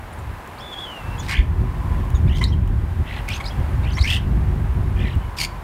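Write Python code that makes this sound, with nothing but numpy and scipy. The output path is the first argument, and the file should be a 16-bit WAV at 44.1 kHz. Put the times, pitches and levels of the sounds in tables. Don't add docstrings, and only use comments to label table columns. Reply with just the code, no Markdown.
import sys
import numpy as np
from scipy import signal
from scipy.fft import rfft, irfft, next_fast_len
from scipy.io import wavfile
from scipy.ndimage import uniform_filter1d, map_coordinates

SR = 44100
rng = np.random.default_rng(int(sys.argv[2]) if len(sys.argv) > 2 else 0)


def log_audio(samples):
    frames = np.atleast_2d(samples).T
    limited = np.clip(frames, -1, 1)
    pcm = np.round(limited * 32767).astype(np.int16)
    wavfile.write(sys.argv[1], SR, pcm)


N = 248283

# (freq_hz, density_db)
ROAD_COLOUR = [(240, -5.5), (400, -8), (425, -8.5), (685, -6), (752, -4.5), (824, -4), (991, -5.5),
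               (1390, -10.5), (1600, -9.5), (2490, -17), (6090, -33), (12500, -34), (14400, -36.5),
               (15800, -39.5)]
# (time_s, level_db)
BACKGROUND_LEVEL = [(0, -39), (1.2, -36), (1.4, -41.5), (1.95, -37), (2.6, -43), (3.3, -36), (3.7, -36.5),
                    (4.05, -39), (4.6, -39), (5.63, -39)]
# (time_s, level_db, half_length_s)
CAR_PASSES = [(.5, -53, 0.15), (1.233, -50, 0.41), (1.915, -42.5, 0.3), (5.393, -42, 0.17)]
# (freq_hz, density_db)
WIND_COLOUR = [(11, -42), (18, -20), (43, 2), (64, 1.5), (87, 1.5), (147, -9), (205, -16), (322, -25),
               (376, -20.5), (398, -30.5), (421, -30.5), (520, -37), (680, -39), (1140, -120)]
# (time_s, level_db)
WIND_LEVEL = [(0, -33), (.1, -39), (.17, -29), (.32, -28.5), (.42, -42), (.95, -45), (1.1, -26),
              (1.3, -25.5), (1.45, -20), (1.8, -21), (2.65, -18), (3.12, -27.5), (3.5, -27), (3.85, -17),
              (4.1, -23), (4.3, -16.5), (4.6, -19.5), (5.0, -18.5), (5.13, -26.5), (5.63, -31)]
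# (time_s, boost_db)
GUSTS = [(1.61, 5.5), (1.98, 2.5), (2.26, 4.5), (2.51, 1.5), (2.72, 4), (2.84, 2.5), (3.0, 8.5), (3.6, 7.5),
         (4.45, 0), (5.05, 4), (5.165, 11.5)]
# (time_s, peak_db, freq_hz)
EDDIES = [(1.4, -4, 55.6), (2.151, -5, 55), (4.013, -7, 73)]
GUST_S, EDDY_S = 0.028, 0.011

# (start_s, length_s, start_hz, middle_hz, end_hz, level_db)
CHIRPS = [ (.127, 0.012, 6700, 9300, 10500, -48), (0.187, 0.016, 10000, 6900, 10200, -49.5),
          (0.579, .033, 3620, 4930, 5450, -46.5), (1.18, 0.036, 3240, 3430, 3400, -38.5),
          (1.187, 0.031, 6850, 6850, 6700, -41), (1.192, 0.019, 6800, 6300, 5260, -40),
          (2.147, 0.025, 3900, 3580, 3380, -43.5), (2.148, 0.028, 6450, 6700, 6500, -46),
          (2.278, .017, 3380, 3700, 4250, -43.5), (2.356, 0.022, 6350, 6200, 6660, -46),
          (2.395, .014, 5550, 5600, 5750, -47), (2.448, .009, 1800, 1870, 1950, -36),
          (2.519, 0.022, 2900, 3240, 2790, -37.5), (3.295, 0.076, 4000, 5820, 6630, -42),
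          (3.44, 0.025, 4150, 4720, 5100, -36.5), (3.443, .009, 2200, 2260, 2300, -33),
          (3.454, .024, 3570, 4150, 5350, -33), (3.479, 0.014, 4590, 5020, 5900, -37),
          (3.499, 0.034, 2910, 3300, 2500, -42), (3.835, .018, 4000, 3700, 4800, -44),
          (3.903, 0.0071, 3320, 4950, 3300, -45), (3.916, .015, 6100, 6150, 6400, -48),
          (3.932, .011, 3500, 4600, 3900, -38), (3.949, 0.025, 5780, 5500, 6500, -38),
          (5.199, 0.078, 3060, 3010, 2930, -53.5), ]
CHIRP_ARCH_DB = 2.5
# (time_s, level_db, dull_above_hz)
CLICKS = [(0.4753, -37, 12000), (1.234, -33, 4000), (1.248, -35, 3200), (1.2668, -28, 3960),
          (1.2775, -31, 5500), (2.1034, -28.5, 15000), (2.3844, -33, 9000), (2.6762, -33, 15000),
          (3.289, -17.5, 15000), (5.1542, -38, 15000)]
# (freq_hz, density_db)
CLICK_COLOUR = [(1500, 0), (2500, 10), (5000, -8), (7000, 1), (10000, -2), (15000, 2)]
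# (time_s, pitch_hz, level_db)
LONG_WHISTLE = [(0.6, 3204, -47), (0.624, 3470, -41), (0.712, 3488, -44.5), (0.732, 3400, -31),
                (0.754, 3240, -43), (0.79, 3412, -34.5), (0.844, 3370, -36.5), (0.874, 3030, -40),
                (0.918, 3003, -35.5), (0.936, 2843, -45), (0.964, 2830, -39), (0.972, 2810, -40),
                (1.02, 2626, -51), (1.154, 2730, -45), (1.17, 2590, -58)]
# (start_s, length_s, level_db)
HISSES = [(1.224, 0.049, -45), (5.368, 0.024, -37)]
# (freq_hz, density_db)
RASP_COLOUR = [(700, -23), (1200, 0.5), (2200, 2), (3500, 7.5), (5000, 6), (6500, -2.5), (8000, -4),
               (9200, 0.5), (10500, -21), (13500, -6), (16000, -21)]
# (freq_hz, density_db)
SIZZLE_COLOUR = [(3000, -23), (7000, 12), (10500, -5), (13500, -10), (16000, -20)]

# (start_s, loudest_s, end_s, start_hz, loudest_hz, end_hz, level_db, fade_db, first_sweeps_per_s,
#          slowing_per_s, sweep_depth_octaves, lower_voice_db, overtone_db, most_strained_s,
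#          strain_half_length_s, rasp_db)
TRILLS = [ (1.281, 1.334, 1.462, 2078, 2354, 2893, -26.5, 35, 76, 3, 0.43, -4.5, -6, 1.310, .027, -40.5),
          (2.263, 2.335, 2.400, 2147, 3240, 3520, -39.5, 6, 62, 1, 0.21, -4, -4, 2.382, 0.021, -50),
          (3.057, 3.146, 3.208, 3020, 3090, 3020, -38, 2.5, 92, 6.5, 0.46, 1.5, -12, 3.16, .06, -65),
          (3.279, 3.336, 3.385, 2255, 3200, 2750, -28, 24, 54, 1, 0.32, -22, -17, 3.335, 0.054, -47.5),
          (3.829, 3.861, 3.948, 2380, 2600, 3740, -36.5, 24, 67, 1, 0.25, -8, -12, 3.945, 0.016, -51),
          (4.037, 4.116, 4.192, 2098, 3064, 2836, -22, 15, 84, 4.5, 0.248, -11, -13.5, 4.112, 0.059, -40),
          (4.961, 5.042, 5.150, 2670, 2910, 3090, -37.5, 11.5, 65, 4, .43, -0.5, -25, 5.05, 0.087, -63),
          (5.384, 5.393, 5.458, 2550, 2527, 2490, -28, 2, 82, 0.5, .27, -30, 7.5, 5.424, 0.074, -39), ]
# (freq_hz, gain_db)
THROAT = [(1600, -15), (2200, 1), (2550, -4), (3000, 1.5), (3800, -5), (4650, -6.5), (5700, -12.5),
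          (6900, -9.5), (8000, -12), (9000, -8), (12000, -7)]
TRILL_SWELL_DB = 5.5
FIRST_DEPTH, WIDEST_AT, LAST_DEPTH = 0.439, 0.63, 0.52
STRAIN_EDGE_DB, RELAXED_DB = 6.5, 32.5
LOW_VOICE_HZ, LOW_FOLLOWS, LOW_PIVOT_HZ = 1919, 0.55, 2868

# (start_s, length_s, start_pitch_hz, level_db)
CROAKS = [(1.284, 0.053, 1030, -30.5), (2.412, 0.022, 1013, -26), (3.402, 0.015, 1116, -30.5),
          (3.970, 0.02, 1013, -27.5)]
# (multiple, level_db)
CROAK_HARMONICS = [(1, 0), (2, 3), (3, -6.5), (4, -37), (5, -44), (6, -21), (7, -21.5), (9, -23)]
CROAK_RISE_HZ_PER_S, CROAK_JITTER = 2080, 0.03
# (start_s, length_s, warble_hz, final_hz, level_db, rise_fade_db)
FLOURISHES = [(2.431, .076, 4040, 5920, -32, 15), (3.991, .069, 4270, 6340, -30.5, 10)]
WARBLE_S, WARBLE_HZ, WARBLE_OCTAVES, RISE_SHAPE = 0.034, 46.5, 0.141, 0.66

# (delay_s, level_db)
TRUNKS = [(.0045, -15.5), (.0095, -12), (.021, -26)]
# (freq_hz, t60_s)
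TREE_DECAY = [(500, 0.5), (3000, 0.27), (12000, 0.15)]
ECHO_DB = -15
TOP_HZ = 15800


def amp(db):
    return 10 ** (np.asarray(db) / 20)


def unit(x):
    return x / np.sqrt(np.mean(x ** 2) + 1e-20)


def along(points, hz):
    f, v = np.transpose(points)
    return np.interp(np.log(hz + 1), np.log(f + 1), v)


def curves(rows, t):
    s, *cols = np.transpose(rows)
    return [np.interp(t, s, c) for c in cols]


def wobble(rate, t):
    u = (t - t[0]) * rate
    return map_coordinates(rng.standard_normal(int(u[-1]) + 4), [u + 1])


def bell(t, centre, width):
    return np.exp(-((t - centre) / width) ** 2)


def filtered(x, response):
    m = next_fast_len(len(x) + 8192)
    return irfft(rfft(x, m) * response(np.fft.rfftfreq(m, 1 / SR)), m)[:len(x)]


def noise(spectrum, size):
    return unit(filtered(rng.standard_normal(size), lambda hz: amp(along(spectrum, hz))))


def note(start, end, fade):
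    t = np.arange(round((start - fade / 2) * SR), round((end + fade / 2) * SR)) / SR
    edge_s = np.minimum(t - t[0], t[-1] - t)
    gate = np.sin(np.pi / 2 * np.clip(edge_s / fade, 0, 1)) ** 2
    return t, gate, np.clip((t - start) / (end - start), 0, 1)


def turn(hz):
    return 2 * np.pi * np.cumsum(hz) / SR


def add(out, s, x):
    i = max(round(s * SR), 0)
    out[i:i + len(x)] += x[:max(len(out) - i, 0)]


def traffic(far_tyres_db=-54, hiss_db=-18, whine_hz=1020, width_hz=70, split_hz=4500):
    t = np.arange(N) / SR
    level_db, = curves(BACKGROUND_LEVEL, t)
    low = unit(filtered(noise(ROAD_COLOUR, N), lambda hz: 1 / np.sqrt(1 + (hz / split_hz) ** 6)))
    high = unit(filtered(noise(ROAD_COLOUR, N), lambda hz: 1 - 1 / (1 + (hz / split_hz) ** 6)))
    rush = amp(level_db) * (low + amp(hiss_db) * high)
    passes = sum(amp(db) * bell(t, s, width) for s, db, width in CAR_PASSES)
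    tyres = unit(filtered(rng.standard_normal(N), lambda hz: 1 / (1 + ((hz - whine_hz) / width_hz) ** 2)))
    return rush + (amp(far_tyres_db) + passes) * amp(wobble(3.1, t)) * tyres


def wind(evenness=0.63, lumps_db=1.5):
    t = np.arange(N) / SR
    db, = curves(WIND_LEVEL, t)
    db = db + sum(boost * bell(t, s, GUST_S) for s, boost in GUSTS) + lumps_db * wobble(18, t)
    rumble = noise(WIND_COLOUR, N)
    swell = np.abs(uniform_filter1d(rumble ** 2, size=SR // 12)) + 1e-6
    rumble = unit(rumble / swell ** (evenness / 2))
    pushes = sum(amp(peak) * bell(t, s, EDDY_S) * np.cos(2 * np.pi * hz * (t - s)) for s, peak, hz in EDDIES)
    return amp(db) * rumble + pushes


def whistle(t, hz, jitter=0.0088, flutter_db=4.0, rough=0.15, second_db=-29, third_db=-41, rasp_db=-24,
            sizzle_db=-31, force_db=8, force_hz=3650):
    harsh = amp(force_db * np.clip((hz - force_hz) / 300, 0, 1))
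    phase = turn(hz * (1 + jitter * harsh * wobble(715, t)))
    overtones = sum(amp(level) * np.sin(k * phase) * (k * hz < SR / 2)
                    for k, level in enumerate([second_db, third_db], 2))
    rasp = amp(rasp_db) * noise(RASP_COLOUR, len(t)) + amp(sizzle_db) * noise(SIZZLE_COLOUR, len(t))
    tremor = amp(flutter_db * wobble(150.4, t)) * (1 + rough * harsh * wobble(800, t))
    return unit(tremor * (np.sin(phase) + harsh * (overtones + rasp)))


def chirps():
    out = np.zeros(N)
    for start, length, start_hz, middle_hz, end_hz, db in CHIRPS:
        t, gate, u = note(start, start + length, fade=0.0039)
        arch = 1 - (2 * u - 1) ** 2
        hz = start_hz + (end_hz - start_hz) * u + (middle_hz - (start_hz + end_hz) / 2) * arch
        add(out, t[0], gate * amp(db - CHIRP_ARCH_DB * (2 - arch)) * whistle(t, hz))
    return out


def clicks(t60=0.0086, level_db=3):
    out, t = np.zeros(N), np.arange(SR // 30) / SR
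    for s, db, dull_hz in CLICKS:
        burst = noise(CLICK_COLOUR, len(t)) * amp(-60 * t / t60)
        snap = filtered(burst, lambda hz: 1 / np.sqrt(1 + (hz / dull_hz) ** 4))
        add(out, s, amp(db + level_db) * snap / np.abs(snap).max())
    return out


def long_whistle():
    out = np.zeros(N)
    t, gate, _ = note(LONG_WHISTLE[0][0], LONG_WHISTLE[-1][0], fade=.006)
    hz, db = curves(LONG_WHISTLE, t)
    add(out, t[0], gate * amp(db) * whistle(t, hz, jitter=0.018, flutter_db=1.0))
    return out


def hisses():
    out = np.zeros(N)
    for start, length, db in HISSES:
        t, gate, _ = note(start, start + length, fade=0.0069)
        add(out, t[0], gate * amp(db) * noise(RASP_COLOUR, len(t)))
    return out


def trills(cusp=0.22, jitter=0.033, flutter_db=3, rolloff_db=-6.0, rasp_db=6, tone_db=-1, trough_db=2,
           downstroke_db=1, low_jitter=0.095, sizzle_db=-44, brightening=0.24):
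    out = np.zeros(N)
    for (start, peak, end, start_hz, peak_hz, end_hz, peak_db, fade_db, rate, slowing, widest,
         under_db, bright_db, strained, strain_s, forced_db) in TRILLS:
        t, gate, u = note(start, end, fade=.006)
        hz = np.interp(t, [start, peak, end], [start_hz, peak_hz, end_hz])
        swell_db = -TRILL_SWELL_DB * np.interp(t, [start, peak], [1, 0]) ** 2
        db = peak_db + swell_db - fade_db * np.interp(t, [peak, end], [0, 1]) ** 2.5
        strain_db = -np.minimum(STRAIN_EDGE_DB * ((t - strained) / strain_s) ** 4, RELAXED_DB)
        over_db, air_db = bright_db + brightening * strain_db, forced_db + strain_db

        depth = widest * np.interp(u, [0, WIDEST_AT, 1], [FIRST_DEPTH, 1, LAST_DEPTH])
        beat = turn(rate * np.exp(-slowing * (t - start)) * (t >= start))
        sweep = np.cos(beat) + cusp * np.cos(2 * beat)
        pitch = hz * 2 ** (depth * (sweep + 0.124 * wobble(202.7, t)) + jitter * wobble(1400, t))
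        phase = turn(pitch)

        def partial(k):
            return amp(along(THROAT, k * pitch)) * np.sin(k * phase) * (k * pitch < SR / 2)

        overtones = sum(amp(over_db + rolloff_db * (k - 2)) * partial(k) for k in range(2, 7))
        pulse_db = -trough_db * sweep / 2 + downstroke_db * np.sin(beat) + flutter_db * wobble(350.5, t)
        pulse = unit(amp(pulse_db))

        low_bend = 0.34 * depth * sweep + low_jitter * wobble(900, t)
        low_hz = LOW_VOICE_HZ * (hz / LOW_PIVOT_HZ) ** LOW_FOLLOWS * 2 ** low_bend
        low_pulse = unit(amp(2.1 * np.sin(beat) + 5.1 * wobble(341.4, t)))
        low = amp(under_db) * depth / widest * np.sin(turn(low_hz)) * low_pulse

        voice = np.sqrt(2) * amp(db + tone_db) * (pulse * (partial(1) + overtones) + low)
        rasp = amp(air_db + rasp_db) * noise(RASP_COLOUR, len(t))
        sizzle = amp(sizzle_db + 8.6 * (air_db + 39.0)) * noise(SIZZLE_COLOUR, len(t))
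        air = pulse * (rasp + sizzle) * (1 + 0.097 * np.sin(phase))
        add(out, t[0], gate * (voice + air))
    return out


def croaks(level_db=-0.5, rasp_db=-17):
    out = np.zeros(N)
    for start, length, hz, db in CROAKS:
        t, gate, _ = note(start, start + length, fade=.008)
        rising_hz = hz + CROAK_RISE_HZ_PER_S * (t - start)
        phase = turn(rising_hz * (1 + CROAK_JITTER * wobble(900, t)))
        harmonics = sum(amp(level) * np.sin(k * phase) for k, level in CROAK_HARMONICS)
        tone = unit(harmonics * (1 + 0.85 * wobble(707, t)))
        rasp = amp(rasp_db) * noise(RASP_COLOUR, len(t))
        add(out, t[0], gate * amp(db + level_db) * (tone + rasp))
    return out


def flourishes():
    out = np.zeros(N)
    for start, length, warble_hz, final_hz, db, fade_db in FLOURISHES:
        t, gate, _ = note(start, start + length, fade=.0055)
        warble = -WARBLE_OCTAVES * np.sin(2 * np.pi * WARBLE_HZ * np.minimum(t - start, WARBLE_S))
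        rise = np.clip((t - start - WARBLE_S) / (length - WARBLE_S), 0, 1) ** RISE_SHAPE
        hz = warble_hz * 2 ** warble * (1 - rise) + final_hz * rise
        add(out, t[0], gate * amp(db - fade_db * rise) * whistle(t, hz))
    return out


def trunks(x):
    return sum(amp(db) * np.pad(x, (round(delay * SR), 0))[:N] for delay, db in TRUNKS)


def trees(x):
    hz, t, z = signal.stft(rng.standard_normal(SR // 2), SR, nperseg=256)
    decay = amp(-60 * t / along(TREE_DECAY, hz)[:, None])
    tail = signal.istft(z * decay, SR, nperseg=256)[1]
    return signal.fftconvolve(np.pad(x, (200, 0)), tail / np.linalg.norm(tail))[:N]


def scene():
    song = chirps() + long_whistle() + hisses() + trills() + croaks() + flourishes()
    birds = amp(0.4) * (song + trunks(song)) + clicks()
    return (traffic() + wind() + birds + amp(ECHO_DB) * trees(birds))[None]


def record(dry, low_cut_hz=26):
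    def response(hz):
        return (hz < TOP_HZ) * hz ** 4 / np.sqrt(hz ** 8 + low_cut_hz ** 8.0)
    return filtered(dry[0], response)[None]


dry = scene()
out = record(dry)
log_audio(out)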